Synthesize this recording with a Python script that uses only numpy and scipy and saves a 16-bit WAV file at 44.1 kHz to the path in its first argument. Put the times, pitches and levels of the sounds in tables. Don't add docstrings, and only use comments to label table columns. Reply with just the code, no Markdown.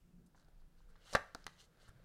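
import sys
import numpy as np
from scipy import signal
from scipy.io import wavfile
from scipy.ndimage import uniform_filter1d

SR = 44100
rng = np.random.default_rng(int(sys.argv[2]) if len(sys.argv) > 2 else 0)


def gain_from_decibels(decibels):
    exponent = np.asarray(decibels, float) / 20
    return 10 ** exponent


def unload_wav(signal):
    wavfile.write(
        sys.argv[1],
        SR,
        np.round(np.clip(np.atleast_2d(signal).T, -1, 1) * 32767).astype(np.int16),
    )


N = 90316


def unit(x):
    return x / np.sqrt(np.mean(x ** 2))


def band(x, hz, width):
    return signal.lfilter(*signal.iirpeak(min(hz, .45 * SR), hz / width, fs=SR), x)


def ring(hz, t60, size=6000):
    t = np.arange(size) / SR
    return np.sin(2 * np.pi * hz * t) * np.exp(-np.log(1000) * t / t60)


def walk(rate):
    k = int(SR / rate)
    steps = np.repeat(rng.standard_normal(N // k + 1), k)
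    return 3.14 * uniform_filter1d(uniform_filter1d(steps, k), k)[:N]


def contacts(rows, way, deck_db, tick_cycles, crack_db):
    # pitch in Hz, level in dB, fade time (t60) in seconds.
    deck_modes = [(270, -12, .05), (390, -10, .06), (550, -9, .07), (730, -12, .05), (883, -8, .09),
                  (1170, -17, .07), (1430, -12, .04), (1590, -13, .05), (1735, -13, .06), (1895, -16, .035),
                  (3000, -10, .025), (3950, -10, .025), (4130, -9, .03), (6700, -10, .008)]
    size = 6000
    flex_cycles, onset_cycles = 12.4, 0.18
    reach_oct, edge_deck_db = 0.45, -15
    crack_s = .004
    t = np.arange(size) / SR
    out = np.zeros(N + size)

    def deck(near_hz, uneven):
        total = 0
        for (hz, db, t60), g in zip(deck_modes, uneven):
            nearness = np.exp(-(np.log2(hz / near_hz) / reach_oct) ** 2)
            total = total + gain_from_decibels(db + 2 * g) * ring(hz, t60) * nearness
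        return total

    for s, flex_db, flex_hz, tick_db, tick_hz in rows:
        uneven = rng.standard_normal(len(deck_modes))
        onset = 1 - np.exp(-(t * flex_hz / onset_cycles) ** 2)
        flex = onset * (ring(flex_hz, flex_cycles / flex_hz) + gain_from_decibels(deck_db) * deck(flex_hz, uneven))
        noise = band(band(rng.standard_normal(size), tick_hz, tick_hz), tick_hz, tick_hz)
        crack = noise * np.exp(-t / crack_s * 3) * 2
        tick = ring(tick_hz, tick_cycles / tick_hz) + gain_from_decibels(crack_db) * crack
        tick = tick + gain_from_decibels(edge_deck_db) * deck(tick_hz, uneven)
        sound = gain_from_decibels(flex_db) * flex + gain_from_decibels(tick_db) * tick
        i = int(s * SR)
        out[i:i + size] += way * sound[:len(out) - i]
    return out[:N]


def snap():
    # start in seconds, flex level in dB, flex pitch in Hz, tick level in dB, tick pitch in Hz.
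    release = [(1.1288, -40, 650, -28.5, 4630), (1.1342, -46, 1720, -22, 4880),
               (1.1355, -41, 600, -25, 4300), (1.1393, -33, 1160, -27, 6000),
               (1.1408, -45.5, 1800, -36.5, 4500), (1.1445, -40.5, 890, -30, 4000),
               (1.1470, -38, 600, -30.5, 3330), (1.1501, -19.5, 1070, -22.5, 8500),
               (1.1501, -10, 1680, -16, 4000), (1.1618, -21.5, 1640, -24.5, 3520),
               (1.1665, -30.5, 800, -28, 3300), (1.1690, -33, 1750, -56, 3300),
               (1.1715, -32, 765, -53, 3780)]
    # seconds, flex dB, flex Hz, tick dB, tick Hz.
    rebounds = [
        (1.1515, -22, 1500, -14.5, 3320),
        (1.1530, -20.5, 610, -20.5, 3200),
        (1.1531, -16, 1140, -22, 8500),
        (1.1541, -23.5, 1800, -19, 5530),
        (1.1548, -14.5, 1510, -23.5, 3700),
        (1.1566, -15.5, 1770, -26, 3200),
        (1.1578, -20.5, 1980, -35, 3320),
    ]
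    return contacts(release, 0.8, -12, 3.2, -9) + contacts(rebounds, -0.9, -12, 3.2, -9)


def clicks():
    # start in seconds, flex level in dB, flex pitch in Hz, tick level in dB, tick pitch in Hz.
    card_clicks = [(1.3484, -48, 286, -29.5, 4940), (1.3486, -74, 750, -29.5, 7140),
                   (1.3484, -56, 480, -35.5, 12200), (1.3494, -29, 1400, -52, 3380),
                   (1.3535, -40, 710, -49, 2930), (1.3535, -52, 514, -45, 4120),
                   (1.4428, -66, 1150, -41, 5000), (1.4665, -25.5, 1905, -31.5, 4980),
                   (1.4665, -61, 1320, -26.5, 6200), (1.4665, -72, 1320, -31, 9400),
                   (1.4674, -58, 1320, -29.5, 2960), (1.4690, -32, 1930, -34, 3900),
                   (1.4712, -46, 1120, -36, 4640), (1.4785, -40, 1220, -43, 4100)]
    return contacts(card_clicks, 0.84, -18, 13, -13)


def touches():
    # start in seconds, flex level in dB, flex pitch in Hz, tick level in dB, tick pitch in Hz.
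    light_touches = [(.3475, -59, 1100, -56, 1650), (.3515, -62, 1100, -57, 1650),
                     (.355, -62, 850, -62, 3200), (.378, -64, 1600, -60, 6200),
                     (.3845, -68, 1500, -59, 4600), (.3965, -63, 1500, -57, 6000),
                     (.3985, -72, 1500, -59, 3900), (.4085, -72, 1500, -58, 5500),
                     (.417, -72, 1500, -61, 6800), (.427, -62, 1330, -60, 4000),
                     (.447, -72, 1400, -60, 4700), (.484, -63, 780, -59, 1600),
                     (.4845, -66, 400, -62, 4200), (.620, -62, 1150, -68, 2000),
                     (.805, -63, 1000, -74, 4000), (.890, -63, 1240, -66, 3100),
                     (.902, -63, 1410, -66, 4150), (.9560, -59, 1150, -70, 2800),
                     (.9572, -55, 1850, -64, 2900), (.9605, -63, 1200, -70, 2900),
                     (.9618, -62, 1700, -57, 2900), (.963, -62, 1900, -59, 4200),
                     (1.407, -62, 1200, -62, 4500), (1.7725, -68, 800, -60, 4640),
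                     (1.80, -70, 1500, -60, 3050), (1.829, -61, 600, -60, 2900),
                     (1.8803, -51, 1450, -52, 4900), (1.8848, -54, 1500, -60, 3200),
                     (1.8872, -58, 1100, -62, 3300), (1.890, -59, 1300, -64, 3000),
                     (1.893, -55, 1700, -57, 7000), (1.930, -64, 1490, -72, 3100),
                     (1.977, -65, 1500, -74, 3100), (1.9987, -61, 550, -64, 1410)]
    return contacts(light_touches, 1, -18, 6, -9)


def rub(colour, grain_db, patchy_db):
    grains = rng.standard_normal(N) * gain_from_decibels(grain_db * rng.exponential(size=N))
    total = 0
    for hz, width, db in colour:
        total = total + gain_from_decibels(db + patchy_db * walk(60.12)) * unit(band(grains, hz, width))
    return unit(total)


def strokes(t, rows, colour):
    effort = 0
    for s, rise, hold, fall, db in rows:
        speed = np.interp(t, np.cumsum([s, rise, hold, fall]), [0, 1, 1, 0])
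        effort = effort + gain_from_decibels(db) * speed ** 2
    return effort * rub(colour, 3, 1.6)


def paper_slides(t):
    # start, rise, hold and fall in seconds, level in dB.
    slide_times = [
        (0.759, 0.015, 0.049, 0.025, -82),
        (0.958, 0.18, 0.034, 0.021, -52.5),
        (1.36, 0.016, 0.056, .03, -72.5),
        (1.462, 0.01, 0.018, 0.098, -68.5),
        (1.491, 0.12, 0.03, 0.043, -61.5),
        (1.766, 0.064, 0.014, 0.091, -66.5),
    ]
    # pitch in Hz, width in Hz, level in dB.
    paper = [(600, 540, -10.5), (1500, 780, -1), (2040, 160, -1.5), (3000, 420, 6), (4000, 1200, 5),
             (6200, 1300, 4), (8500, 1600, -32.5)]
    return strokes(t, slide_times, paper)


def finger_flicks(t):
    # start, rise, hold and fall in seconds, level in dB.
    flick_times = [
        (0.257, 0.0067, 0.0082, .015, -71),
        (0.483, 0.002, 0.004, 0.008, -75),
        (0.885, 0.006, 0.015, 0.012, -72),
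        (1.0, 0.14, 0.01, .012, -62),
        (1.604, 0.025, 0.024, .02, -78),
        (1.80, 0.03, 0.0071, 0.03, -72),
        (1.879, 0.002, 0.012, .005, -66),
    ]
    # pitch in Hz, width in Hz, level in dB.
    skin = [(1400, 350, -4.5), (4500, 2500, -2.5), (8500, 3400, 6), (13100, 5000, -16.5)]
    return strokes(t, flick_times, skin)


def edge_ruffles(t):
    # start, rise, hold and fall in seconds, level in dB.
    ruffle_times = [
        (0.353, 0.0091, 0.055, .015, -73),
        (.565, 0.013, 0.037, 0.026, -79),
    ]
    # pitch in Hz, width in Hz, level in dB.
    card_edges = [(1500, 500, 0), (4440, 1200, 0.5), (6200, 1200, 1)]
    return strokes(t, ruffle_times, card_edges)


def sleeve(t):
    # time in seconds, level in dB.
    drag = [(0, -87.5), (.33, -85), (.40, -77), (.7, -83.5), (.95, -76.5), (1.1, -69), (1.4, -71),
            (1.7, -78), (1.8, -69.5), (1.92, -72), (2.05, -72.5)]
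    # pitch in Hz, width in Hz, level in dB.
    cloth = [(540, 400, -3), (1450, 500, 2)]
    return gain_from_decibels(np.interp(t, *np.array(drag).T)) * rub(cloth, 1.1, .8)


def thumps(t):
    # start in seconds, level in dB, length in seconds.
    pushes = [
        (1.1497, -30, .0035),
        (1.3485, -54, .004),
        (1.889, -52, .007),
    ]
    total = 0
    for s, db, length in pushes:
        age = np.clip(t - s, 0, None) / length
        total = total + gain_from_decibels(db) * 3 * age * (2 - age) * np.exp(-1.5 * age)
    return total


def room():
    split_hz, cloth_top_hz = 1600, 4400
    t = np.arange(SR // 2) / SR

    def echo(delay_s):
        return np.sinc((t - delay_s) * SR)

    def tail(kind, t60):
        split = signal.butter(2, split_hz, kind, fs=SR, output="sos")
        noise = signal.sosfilt(split, rng.standard_normal(len(t)))
        noise = noise * np.exp(-np.log(1000) * t / t60) * np.clip(t / 0.0012, 0, 1)
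        return noise / np.sqrt(np.sum(noise ** 2))

    bounces = gain_from_decibels(-7.5) * echo(.00021) + gain_from_decibels(-19) * echo(.0121)
    bounces = signal.filtfilt(*signal.butter(1, cloth_top_hz, fs=SR), bounces)
    lows = gain_from_decibels(-11.5) * tail("low", 0.33) * np.sqrt(split_hz / SR * 2)
    highs = gain_from_decibels(-17) * tail("high", 0.38)
    return echo(0) + bounces + lows + highs


def drone(t):
    # time in seconds, level in dB.
    swell = [(0, -74), (.1, -68), (.2, -62), (.27, -66), (.33, -80), (.46, -74), (.56, -84), (1.3, -86),
             (1.42, -73), (1.75, -79), (1.85, -86), (2.05, -88)]
    # pitch in Hz, width in Hz, level in dB.
    motor = [(148, 13, 0), (174, 14, -2), (232, 10, -10), (345.6, 90, -14)]
    far = 0
    for hz, width, db in motor:
        noise = band(band(rng.standard_normal(N), hz, width), hz, 2 * width)
        far = far + gain_from_decibels(db) * unit(noise)
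    return gain_from_decibels(np.interp(t, *np.array(swell).T)) * unit(far)


def hum(t):
    # pitch in Hz, level in dB.
    tones = [(179, -80), (301, -92)]
    # time in seconds, level in dB.
    fade = [(0, -3.5), (.7, 7), (1.0, -4.5), (2.05, -9.5)]
    total = 0
    for hz, db in tones:
        cycles = hz * np.cumsum(1 + 0.0053 * walk(13)) / SR
        total = total + gain_from_decibels(db + 0.5 + 1.4 * walk(4.44)) * np.sin(2 * np.pi * cycles)
    return gain_from_decibels(np.interp(t, *np.array(fade).T)) * total


def air():
    # pitch in Hz, level in dB per Hz.
    spectrum = [(20, -1), (40, -15), (70, -23), (120, -20.5), (300, -33.5), (600, -35.5), (1760, -49),
                (16000, -54.5)]
    out, table = 0, np.array(spectrum)
    for hz in 20 * 2 ** np.arange(0, 9.8, .5):
        db = np.interp(np.log(hz), np.log(table[:, 0]), table[:, 1]) + 10 * np.log10(hz)
        flicker = 2 * walk(5.86) / (1 + hz / 1500)
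        noise = band(band(rng.standard_normal(N), hz, hz / 2), hz, hz / 2)
        out = out + gain_from_decibels(db + flicker) * unit(noise)
    hiss_top = signal.ellip(8, .2, 40, 15850, fs=SR, output="sos")
    return gain_from_decibels(-64) * unit(signal.sosfilt(hiss_top, out))


def scene():
    t = np.arange(N) / SR
    hands = snap() + clicks() + touches()
    hands = hands + paper_slides(t) + finger_flicks(t) + edge_ruffles(t) + sleeve(t)
    hands = signal.sosfilt(signal.butter(1, 6700, fs=SR, output="sos"), hands)
    in_room = signal.fftconvolve(hands, room())[:N] / 1.31
    return (in_room + thumps(t) + drone(t) + hum(t) + air())[None]


def roll_off(x):
    return signal.sosfilt(signal.butter(12, 16480, fs=SR, output="sos"), x)


def record(dry):
    return roll_off(dry)


dry = scene()
out = record(dry)
unload_wav(out)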